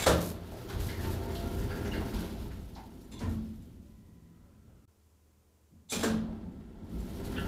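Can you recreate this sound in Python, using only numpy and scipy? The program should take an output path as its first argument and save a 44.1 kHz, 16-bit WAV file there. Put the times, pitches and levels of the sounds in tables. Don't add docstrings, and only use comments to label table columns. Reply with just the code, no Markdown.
import sys
import numpy as np
from scipy import signal
from scipy.fft import rfft, irfft, next_fast_len
from scipy.io import wavfile
from scipy.ndimage import uniform_filter1d

SR = 44100
rng = np.random.default_rng(int(sys.argv[2]) if len(sys.argv) > 2 else 0)


def to_wav(sig):
    pcm = np.clip(np.atleast_2d(sig), -1, 1) * 32767
    pcm = np.round(pcm).astype(np.int16)
    wavfile.write(sys.argv[1], SR, pcm.T)


N = 329594
TIME = np.arange(N) / SR


# (pitch [Hz], level [dB])
SHAFT_AIR = [(30, -10), (200, -11), (430, -9), (600, -16), (1000, -19.5), (1800, -25), (4000, -28),
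             (7000, -25), (10000, -28), (15000, -28.5)]
# (start [s], end [s], pitch [Hz], level [dB], width [Hz])
MOTOR_TONES = [(3.85, 4.62, 1001, -81.5, 11), (3.83, 4.52, 1916, -87.5, 6), (3.87, 4.5, 1997, -90, 5),
               (3.87, 4.5, 2078, -91, 5), (4.08, 4.45, 167, -62, 1.5), (4.45, 4.86, 167, -71, 2),
               (3.8, 4.86, 402, -78, 6), (3.8, 3.95, 575, -73, 6), (4.42, 4.54, 575, -74, 6),
               (4.3, 4.92, 1320, -80.5, 90), (4.5, 5.85, 1001, -91, 8), (4.88, 5.85, 200, -79, 3),
               (4.95, 5.7, 301, -85, 3)]

# (pitch [Hz], width [Hz], level [dB])
SWAY_MODES = [(32.85, 5.6, 5), (56.8, 6, -1.5)]
FLOOR_MODES = [(80, 14, 2.5), (92.8, 15.1, 0), (116.2, 15, -5.5)]
WALL_MODES = [(175.4, 28, -1), (204.3, 11, 0.5), (218.6, 6.6, 6), (243.1, 3.7, 4), (256.2, 17, -2.5),
              (328.7, 11, -3), (362, 17, -12.5)]
# (level at full door speed [dB], change with door speed [dB per dB],
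# boost with the door unfolded [dB], level in a steady ride [dB], level at rest [dB])
SWAY_DRIVE = (-46, 0.84, 6.5, -69, -82)
FLOOR_DRIVE = (-40, 1.05, 2, -65, -72.5)
WALL_DRIVE = (-47.5, 0.8, 10, -66, -82.5)
# (time [s], sway [dB], floor [dB], walls [dB])
JOLTS = [(0.1, -54, -34.5, -37), (0.72, -37.5, -36.5, -50.5), (0.82, -54, -35.5, -46.5),
         (1.02, -41, -33, -44.5), (1.41, -39.5, -48, -42.5), (1.56, -36.5, -36, -65),
         (1.93, -55, -58, -42.5), (2.12, -39.5, -62, -38.5), (2.38, -43, -42, -65), (2.55, -44, -46, -71),
         (3.12, -57, -48, -46), (3.29, -48, -53, -46), (4.64, -69, -58, -74), (5.702, -82.5, -59.5, -59.5),
         (5.94, -53, -46, -42), (6.08, -43, -39.5, -38), (6.42, -64, -49.5, -43.5), (6.82, -63, -49, -46.5),
         (6.92, -40, -60, -40.5), (7.32, -50, -63, -39)]

# (time [s], level [dB])
CLOSING_SPEED = [(0.45, -54), (0.49, -54), (1.15, -47), (1.29, -47.5), (1.93, -46.5), (1.96, -45),
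                 (2.72, -63), (3.3, -65.5)]
OPENING_SPEED = [(6.42, -58.5), (6.454, -62), (6.732, -63.5), (7.154, -52.5), (7.45, -47)]
# (time [s], share [0-1])
UNFOLDED = [(0.2, 0), (2.6, 1), (6.5, 1), (7.47, .75)]
# (start [s], length [s])
SILL_CONTACT = [(0.33, 4.2), (6.81, 1)]
# (start [s], length [s], pitch [Hz], level [dB])
SQUEALS = [(0.904, 0.098, 2100, -58), (1.023, 0.096, 893, -44.5), (1.173, 0.17, 900, -52.5),
           (1.205, 0.33, 686, -51.5), (1.438, 0.078, 1383, -52), (3.142, 0.08, 1030, -61),
           (3.211, 0.081, 1020, -51.5)]
# (start [s], length [s], hiss [dB], clack [dB])
SCUFFS = [(0.11, 0.082, -51.5, -61.5), (0.201, 0.1, -46.5, -54), (0.682, 0.06, -55.5, -48),
          (0.794, 0.11, -51, -57), (1.001, 0.084, -54.5, -52.5), (1.095, 0.05, -54.5, -79),
          (1.338, 0.014, -53, -65), (1.57, 0.036, -56, -67), (2.132, 0.011, -53, -48),
          (2.185, 0.025, -53.5, -61), (2.242, 0.016, -60, -72), (2.39, 0.051, -64, -68),
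          (3.285, 0.056, -61, -60), (6.98, .035, -66, -66), (7.243, 0.017, -53, -59)]
# (pitch [Hz], level [dB])
SCUFF_SPECTRUM = [(1500, -13), (4000, -1.5), (7000, -1.5), (9000, -3.5), (12500, 2.5), (16000, -11)]
CLACK_SPECTRUM = [(300, -10), (900, 7), (1800, -4.5), (4000, 0), (7000, -13), (15000, -34)]
# (pitch [Hz], level [dB])
LEAF_MODES = [(883, 0), (1375, -2), (1412, 0), (1535, -2), (1610, -3), (1685, -2), (1830, -1), (2008, -3),
              (2150, -1), (2444, -7), (2756, -2), (2815, -3), (2923, -4), (3170, -4), (3445, -6),
              (3895, -5), (4120, -8), (4400, -5), (4680, -5), (4975, -9), (5180, -9), (5740, -9),
              (6600, -10)]
# (time [s], level [dB], pitch [Hz], width [octaves], share of clear ring [0-1], rise [s])
KNOCKS = [(0.520, -45.5, 630, 0.27, 0.08, 0.0016), (0.694, -44.5, 1390, 0.37, 0.46, .008),
          (0.886, -44, 1880, 0.3, 0.2, 0.0038), (0.888, -47.5, 3900, 0.46, 0.3, 0.0024),
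          (0.988, -48, 1720, .12, 0.2, 0.0024), (1.035, -44.5, 1300, 1, 0.5, .004),
          (1.349, -46.5, 3680, 0.36, 0.23, 0.0025), (1.566, -56, 1700, 0.91, 0.1, .003),
          (1.702, -43, 1560, 0.43, 0.7, 0.0039), (1.70, -54, 4600, 0.09, 0.2, .002),
          (1.847, -45, 1620, 0.49, 0.3, 0.0044), (1.85, -54, 6050, 0.2, 0.2, .002),
          (1.915, -42.5, 2820, 0.044, 0.4, 0.0018), (1.933, -41, 1690, 0.56, 0.75, 0.002),
          (1.934, -52.5, 4330, .14, 0.45, 0.0012), (1.952, -39, 410, 0.42, 0, .004),
          (2.003, -46.5, 800, 0.48, 0, .003), (2.066, -46, 400, 0.19, 0, 0.0032),
          (2.13, -52, 500, .6, 0.4, 0.005), (2.176, -49, 1200, 0.45, 0.7, .003),
          (2.215, -45, 400, 0.33, 0.1, .004), (2.445, -57, 830, 0.3, 0.3, 0.0056),
          (2.505, -54.5, 1490, 1, 0.3, 0.0034), (2.749, -57, 4500, 0.34, 0.2, .002),
          (2.756, -54.5, 1670, 0.6, 0.35, 0.011), (2.754, -43, 836, 0.24, 0.25, 0.015),
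          (3.125, -56, 890, 0.16, 0.2, 0.014), (3.189, -51.5, 4760, 0.83, 0.4, 0.0016),
          (3.194, -48.5, 960, 0.031, 0.01, 0.0046), (3.212, -53.5, 2300, 0.39, 0, .004),
          (3.229, -56, 1860, 0.049, 0.7, .003), (3.256, -60, 1370, 0.13, 0.7, .003),
          (3.27, -49, 550, 0.3, 0.18, .004), (4.43, -72, 605, 0.75, 0.2, .002),
          (4.679, -65, 450, .7, 0.01, .002), (5.921, -41.5, 2440, 0.045, 0.2, .001),
          (6.029, -37, 1585, .06, 0.77, 0.00085), (6.26, -46.5, 645, 0.47, 0, 0.024),
          (6.44, -52.5, 620, 0.33, 0.2, 0.018), (6.75, -66, 800, 0.23, 0.06, .002),
          (7.246, -56.5, 4200, .18, 0.2, .002), (7.362, -43, 2950, 0.16, 0.1, .001),
          (7.344, -48, 1210, 0.66, 0.3, 0.008)]
# (pitch [Hz], width [Hz], level [dB])
TRACK_MODES = [(308, 14, 6), (355, 25, 7), (398, 18, 10), (560, 40, -2), (680, 18, 4), (788, 20, 0),
               (915, 28, -1), (1040, 40, -5), (1356, 45, -1), (1540, 45, -6), (1850, 90, -7)]
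# (pitch [Hz], level [dB])
ROLLING_SPECTRUM = [(100, -15.5), (400, 6), (600, -1.5), (1000, -6), (2000, -15), (4000, -18), (7000, -32),
                    (15000, -41)]
SLIDING_SPECTRUM = [(800, -4.5), (3000, 6), (5500, 1.5), (8000, -4), (11500, 1), (14000, -1.5), (16000, -1)]

# (start [s], level [dB], length [s], rasp [dB], brightness [dB])
LATCH_STROKES = [(-0.01, -40, 0.057, 5.5, -2.5), (3.114, -55, 0.029, -5, -3), (3.147, -58, .034, -16, -8),
                 (5.885, -56, 0.0088, -12, -3), (5.896, -41, .022, -10, 3.5), (5.915, -44, 0.052, 0, 0),
                 (5.986, -49.5, 0.047, 7, -2.5)]
# (pitch [Hz], width [Hz], level [dB])
LATCH_MODES = [(2130, 120, -17), (2850, 160, -12), (3390, 70, -2), (3560, 80, 1), (3900, 90, -4),
               (4260, 160, -6), (5090, 120, -14), (5980, 160, -6), (6370, 200, -8), (7080, 220, -6),
               (7330, 140, 0), (7640, 220, -6), (8250, 300, -11), (10500, 200, -7)]
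# (pitch [Hz], level [dB])
RASP_SPECTRUM = [(100, -0.5), (600, -1), (1500, -8), (4000, -7), (5500, -11.5), (8000, -8.5),
                 (15000, -15.5)]
# (time [s], level [dB], brightness [dB per octave])
CATCH_SNAPS = [(5.895, -46, -4), (5.922, -46, 8), (6.034, -42, 5)]
HINGE_CLACKS = [(7.362, -54.5, 4), (7.370, -49, -4), (7.380, -44.5, -5)]
# (pitch [Hz], level [dB], ring time [s])
CATCH_MODES = [(3553, 0, .06), (3880, -9, .16), (7295, -1, .15), (7410, -5, .16), (10500, -14, .11)]
HINGE_MODES = [(1362, -2, .26), (1440, -6, .2), (1523, 1, .2), (1700, -1, .26), (1790, -5, .2),
               (1960, -6, .3), (2654, -7, .3), (2790, -6, .22), (2934, -1, .23), (3214, -5, .25)]

# (time [s], thud [dB], boom [dB], clang [dB], crack [dB], swell [s])
CAR_BLOWS = [(3.198, -35, -50.5, -46.5, -56, 0.015), (3.236, -28, -44, -54, -66, 0.02),
             (5.921, -52, -46, -42, -35, 0.00064), (6.031, -36.5, -35, -34.5, -36.5, 0.0014)]
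LANDING_SLAM = [(0.061, -21.5, -26.5, -25, -28.5, 0.006)]
# (pitch [Hz], level [dB], ring time [s])
CAR_MODES = [(86, -4, .5), (300, -5, .4), (375, -7, .5), (441, -1, .45), (554, -6, .45), (1090, -12, .35),
             (1535, -10, .25), (3170, -17, .2), (3750, -18, .4), (5400, -15, .2), (5815, -17, .2),
             (7300, -9, .16)]
LANDING_MODES = [(74, 3, .45), (173, -3, 1.0), (307, -7, .8), (423, -5, .6), (447, -6, .55), (505, -5, .55),
                 (530, -2, .45), (576, -5, .6), (625, -5, .6), (785, -10, .42), (1240, -11, .42),
                 (1360, -8, .38), (1588, -14, .35), (1745, -16, .45), (3120, -11, .2), (3445, -10, .28),
                 (3520, -11, .25), (3747, -12, .52), (4086, -19, .5), (5905, -15, .22), (7391, -15, .16)]
# (pitch [Hz], level [dB], ring time [s], build-up [s])
BOOM_MODES = [(172, -4, 1.0, .07), (221, 6, .9, .065), (247, -4, .4, .006)]
# (pitch [Hz], level [dB])
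CLATTER_SPECTRUM = [(30, -5), (80, -1), (135, -9), (220, -6), (330, -4), (550, -1), (800, -8), (1450, -8),
                    (2200, -18), (3600, -13), (5000, -18), (7400, -16), (10000, -21), (15500, -30)]
# (pitch [Hz], ring time [s])
RING_TIME = [(40, 0.35), (200, 1), (500, 0.66), (1500, 0.53), (4000, 0.51), (8000, 0.32), (15000, 0.37)]


def from_db(db):
    return 10 ** (np.asarray(db) / 20)


def rms_one(x):
    return x / np.sqrt(np.mean(x ** 2) + 1e-20)


def at_hz(points, hz):
    pitches, values = np.transpose(points)
    return np.interp(np.log(np.maximum(hz, 1)), np.log(pitches), values)


def add(out, s, sound):
    i = max(int(s * SR), 0)
    out[i:i + len(sound)] += sound[:N - i]


def between(start, end, fade):
    return np.clip((TIME - start) / fade, 0, 1) * np.clip((end - TIME) / fade, 0, 1)


def dying(t, t60):
    return np.exp(-np.log(1000) * t / t60)


def burst(start, hold, attack, t60):
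    return np.clip((TIME - start) / attack, 0, 1) * dying(np.clip(TIME - start - hold, 0, 2 * t60), t60)


def sines(hz, t):
    return np.sin(2 * np.pi * (hz[:, None] * t + rng.random((len(hz), 1))))


def grit(spread_db, size=N):
    noise = rng.standard_normal(size)
    unevenness = np.repeat(rng.standard_normal(size // 128 + 1), 128)[:size]
    return rms_one(noise * from_db(spread_db * unevenness))


def coloured(x, spectrum):
    size = next_fast_len(len(x), real=True)
    gains = from_db(at_hz(spectrum, np.fft.rfftfreq(size, 1 / SR)))
    return rms_one(irfft(rfft(x, size) * gains, size)[:len(x)])


def resonate(x, modes):
    out = 0
    for k, (hz, width, db) in enumerate(modes):
        r = np.exp(-np.pi * width / SR)
        ring = signal.lfilter([1, 0, -1], [1, -2 * r * np.cos(2 * np.pi * hz / SR), r * r], x + 1e-18)
        out = out + (-1) ** k * from_db(db) * (1 - r * r) / 2 * ring
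    return out


def steadied(x, window_s):
    local_power = uniform_filter1d(x * x, int(window_s * SR) + 1)
    return rms_one(x / np.sqrt(local_power + np.mean(x * x) / 20))


def tone(length, hz, width, fade_s=0.043):
    t = TIME[:int(max(length, .02) * SR)]
    ring = resonate(rng.standard_normal(len(t) + SR // 4), [(hz, width, 0)])[-len(t):]
    return steadied(ring, window_s=0.035) * np.clip(np.minimum(t, t[-1] - t) / fade_s, 0, 1)


def wall_echoes(x, echo_db, t60):
    t = TIME[:SR // 2]
    echoes = rng.standard_normal(len(t)) * dying(t, t60)
    return x + from_db(echo_db) * signal.fftconvolve(x, echoes / np.linalg.norm(echoes))[:N]


def machinery(hum_hz=77.0, hum_db=-68, guide_db=-75, air_db=-71.3):
    out = from_db(hum_db) * np.sqrt(2) * np.sin(2 * np.pi * hum_hz * TIME)
    for start, end, hz, db, width in MOTOR_TONES:
        add(out, start, from_db(db) * tone(end - start, hz, width))
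    running = between(3.5, 4.95, fade=.15)
    guides = coloured(rng.standard_normal(N),
                      [(200, -7), (520, -3.5), (800, -14.5), (1500, -19), (3000, -20), (8000, -38)])
    air = coloured(rng.standard_normal(N), SHAFT_AIR)
    return out + from_db(guide_db) * running * guides + from_db(air_db) * air


def shake_gains(speed_db, start_s=3.21, stop_s=4.885, surge_db=27, settle_s=0.58):
    unfolded = np.interp(TIME, *np.transpose(UNFOLDED))
    surge = from_db(surge_db * np.exp(-np.maximum(TIME - start_s, 0) / settle_s))
    ride = between(start_s, stop_s, fade=0.023) * surge
    times, *strengths = np.transpose(JOLTS)
    jolts = np.array([burst(s, hold=0.043, attack=0.029, t60=1) ** 2 for s in times])
    gains = []
    for drive, jolt_db in zip((SWAY_DRIVE, FLOOR_DRIVE, WALL_DRIVE), strengths):
        door_db, follows, unfolded_db, ride_db, rest_db = drive
        door = from_db(door_db + follows * speed_db + unfolded_db * unfolded)
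        jolt_power = from_db(jolt_db) ** 2 @ jolts
        power = door ** 2 + (from_db(ride_db) * ride) ** 2 + jolt_power + from_db(rest_db) ** 2
        gains.append(np.sqrt(power))
    return gains


def car_rumble(speed_db):
    sway_gain, floor_gain, wall_gain = shake_gains(speed_db)
    sway = resonate(rng.standard_normal(N), SWAY_MODES)
    sway = coloured(sway, [(12, -14.5), (28, -6.5), (65, 12), (130, -21)])
    floor = resonate(rng.standard_normal(N), FLOOR_MODES)
    floor = coloured(floor, [(35, -10), (70, -5), (125, -0.5), (300, -28)])
    walls = resonate(grit(spread_db=-0.5), WALL_MODES)
    walls = coloured(walls, [(90, -26), (160, 1), (420, -3.5), (800, -9), (3000, -27.5)])
    return (sway_gain * steadied(sway, window_s=0.4) + floor_gain * steadied(floor, window_s=0.12)
            + wall_gain * steadied(walls, window_s=0.16))


def door_speed(full_speed_db=-45.5, speed_up_db_per_s=2, rest_from_s=3.44, rest_until_s=6.3):
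    runs = []
    for run in (CLOSING_SPEED, OPENING_SPEED):
        times, db = np.transpose(run)
        time_to_go = np.maximum(times[0] - TIME, 0)
        runs.append(np.interp(TIME, times, db) - speed_up_db_per_s * time_to_go)
    resting = np.clip((TIME - rest_from_s) / 1.9, 0, 1) * np.clip((rest_until_s - TIME) / .3, 0, 1)
    return np.maximum(*runs) - full_speed_db - 60 * resting


def sill_pressure():
    return sum(burst(s, length, attack=0.16, t60=1.5) for s, length in SILL_CONTACT)


def sill_ticks(speed_db, per_s=120, level_db=-62, follows_speed=0.56, t60=.05):
    out, t = np.zeros(N), TIME[:int(t60 * SR)]
    for s in rng.uniform(0, N / SR, int(per_s * N / SR)):
        hz = rng.uniform(3500, 14500, 12)
        tick = sines(hz, t).sum(axis=0) * dying(t, t60)
        add(out, s, from_db(rng.uniform(-4, 4)) * tick)
    gain = from_db(level_db + follows_speed * speed_db) * sill_pressure()
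    return gain * rms_one(wall_echoes(out, echo_db=-5, t60=.2))


def squeals():
    out = np.zeros(N)
    for s, length, hz, db in SQUEALS:
        add(out, s, from_db(db) * tone(length, hz, width=1.4))
    return out


def leaf_rattle(speed_db, per_s=22, level_db=-55, follows_speed=1.9, spread_db=4, width_hz=16):
    starts = rng.integers(0, N, int(per_s * N / SR))
    out, t = np.zeros(N), TIME[:SR // 3]
    hz, db = np.transpose(LEAF_MODES)
    rings = sines(hz, t) * np.exp(-np.pi * width_hz * t) * np.minimum(t / .003, 1)
    strengths = from_db(db + spread_db * rng.standard_normal((len(starts), len(hz))))
    for i, tap in zip(starts, strengths @ rings):
        add(out, i / SR, tap)
    taps = coloured(out, [(900, 2), (1800, 1), (2600, -7.5), (6000, -3)])
    return from_db(level_db + follows_speed * speed_db) * taps


def scuffs(attack_s=0.011):
    drag = sum(from_db(db) * burst(s, length, attack_s, t60=0.22) for s, length, db, _ in SCUFFS)
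    clack = sum(from_db(db) * burst(s, attack_s, attack_s, t60=0.93) for s, _, _, db in SCUFFS)
    edge = coloured(grit(spread_db=2), SCUFF_SPECTRUM)
    hinge = coloured(grit(spread_db=2), CLACK_SPECTRUM)
    return drag * edge + clack * hinge


def knocks(t60=.36, fringe_db=-24):
    out, t = np.zeros(N), TIME[:SR // 2]
    hz = np.fft.rfftfreq(len(t), 1 / SR) + 1
    mode_hz, mode_db = np.transpose(LEAF_MODES)
    tones = sines(mode_hz, t)
    for s, db, pitch, width, clear, rise in KNOCKS:
        peak = np.exp(-.5 * (np.log2(hz / pitch) / width) ** 2)
        spectrum = peak + from_db(fringe_db) / (1 + hz / pitch)
        clatter = rms_one(irfft(rfft(rng.standard_normal(len(t))) * spectrum, len(t)))
        strengths = from_db(mode_db + 2 * rng.standard_normal(len(mode_hz)))
        ring = rms_one((np.interp(mode_hz, hz, spectrum) * strengths) @ tones)
        knock = np.sqrt(1 - clear) * clatter + np.sqrt(clear) * ring
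        add(out, s, from_db(db) * knock * dying(t, t60) * (1 - np.exp(-t / rise)))
    return out


def chatter(depth_db, per_s):
    steps = rng.standard_normal(int(per_s * N / SR) + 2)
    return from_db(depth_db * np.interp(TIME * per_s, np.arange(len(steps)), steps))


def door_rolling(speed_db, roll_db=-45.5, track_db=-42.5, slide_db=-54, slide_follows=0.73):
    grind = rms_one(wall_echoes(grit(spread_db=2.5), echo_db=-3.5, t60=0.18))
    track = resonate(grit(spread_db=2), TRACK_MODES)
    track = coloured(track, [(100, -20.5), (280, 5), (2000, -7.5), (6000, -8)])
    roll = from_db(roll_db) * coloured(grind, ROLLING_SPECTRUM) + from_db(track_db) * track
    hiss = from_db(slide_db + slide_follows * speed_db) * coloured(grit(spread_db=-1), SLIDING_SPECTRUM)
    return from_db(speed_db) * roll + sill_pressure() * chatter(depth_db=1.9, per_s=40) * hiss


def latch():
    out, t = np.zeros(N), TIME[:SR // 4]
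    for s, db, length, rasp_db, bright_db in LATCH_STROKES:
        age = t - min(s, 0)
        stroke = np.clip(age / .005, 0, 1) * np.clip((length + .008 - age) / .006, 0, 1)
        friction = coloured(grit(spread_db=3, size=len(t)), [(3000, -bright_db), (8000, bright_db)])
        ring = resonate(friction * stroke, LATCH_MODES) / np.std(resonate(friction, LATCH_MODES))
        rasp = from_db(rasp_db) * stroke * coloured(friction, RASP_SPECTRUM)
        add(out, s, from_db(db) * (ring + rasp))
    return wall_echoes(out, echo_db=-4, t60=.25)


def struck_steel(hits, modes):
    out, t = np.zeros(N), TIME[:SR // 2]
    hz, mode_db, t60 = np.transpose(modes)
    octaves = np.log2(hz) - np.mean(np.log2(hz))
    for s, db, bright_db in hits:
        rings = sines(hz, t) * dying(t, t60[:, None])
        strengths = from_db(db + mode_db + bright_db * octaves)
        add(out, s, strengths @ rings * np.minimum(t / .002, 1))
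    return wall_echoes(out, echo_db=-9, t60=.25)


def wall_boom(gain_db=9):
    out, t = np.zeros(N), TIME[:SR]
    for s, _, boom_db, _, _, swell in CAR_BLOWS:
        for hz, db, t60, build in BOOM_MODES:
            shape = (1 - np.exp(-t / (swell + build))) * dying(t, t60)
            wave = np.sin(2 * np.pi * (hz * t + rng.random()))
            add(out, s, from_db(gain_db + boom_db + db) * shape * wave)
    return out


def heavy_blows(hits, modes, modes_db, clatter_db, snap_db, snap_t60, build_cycles):
    out = np.zeros(N)
    edges = 28 * 2 ** (np.arange(29) / 3)
    centres = np.sqrt(edges[1:] * edges[:-1])
    shares = from_db(at_hz(CLATTER_SPECTRUM, centres)) * np.sqrt(np.diff(edges))
    shares = 2 * shares / np.linalg.norm(shares)
    filters = [signal.butter(2, band, "band", fs=SR, output="sos") for band in zip(edges, edges[1:])]
    for s, thud_db, boom_db, clang_db, crack_db, swell in hits:
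        force = [(100, thud_db), (170, boom_db), (260, boom_db),
                 (480, clang_db), (1500, clang_db), (4000, crack_db)]
        white = rng.standard_normal((3, 2 * SR))
        for k, (band, hz, share) in enumerate(zip(filters, centres, shares)):
            t60 = at_hz(RING_TIME, hz)
            t = TIME[:int(min(t60, 1) * SR)]
            rise = 1 - np.exp(-t / (swell + build_cycles / hz))
            fall = dying(t, t60) + from_db(snap_db) * dying(t, snap_t60)
            clatter = rms_one(signal.sosfilt(band, white[k % 3, :len(t) + SR // 4])[SR // 4:])
            add(out, s, from_db(clatter_db + at_hz(force, hz)) * share * rise * fall * clatter)
        for hz, db, t60 in modes:
            t = TIME[:int(t60 * SR)]
            shape = (1 - np.exp(-t / (swell + build_cycles / hz))) * dying(t, t60)
            gain = from_db(modes_db + db + at_hz(force, hz) + rng.standard_normal())
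            add(out, s, gain * shape * np.sin(2 * np.pi * (hz * t + rng.random())))
    return out


def scene():
    slam = heavy_blows(LANDING_SLAM, LANDING_MODES, modes_db=0.5, clatter_db=-4.5,
                       snap_db=2.5, snap_t60=0.21, build_cycles=1.9)
    clunks = heavy_blows(CAR_BLOWS, CAR_MODES, modes_db=4.5, clatter_db=-1,
                         snap_db=-12, snap_t60=0.12, build_cycles=1.4)
    speed_db = door_speed()
    door = (door_rolling(speed_db) + leaf_rattle(speed_db) + scuffs() + knocks() + squeals()
            + sill_ticks(speed_db))
    small_parts = latch() + struck_steel(CATCH_SNAPS, CATCH_MODES) + struck_steel(HINGE_CLACKS, HINGE_MODES)
    return (slam + clunks + wall_boom() + door + small_parts + car_rumble(speed_db) + machinery())[None]


def record(dry):
    dip = 1 - .94 * between(4.853, 4.879, fade=.003)
    bass_cut = signal.butter(4, 18, "high", fs=SR, output="sos")
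    treble_cut = signal.ellip(12, .1, 80, 15550, fs=SR, output="sos")
    return signal.sosfilt(treble_cut, signal.sosfilt(bass_cut, dry) * dip)


dry = scene()
out = record(dry)
to_wav(out)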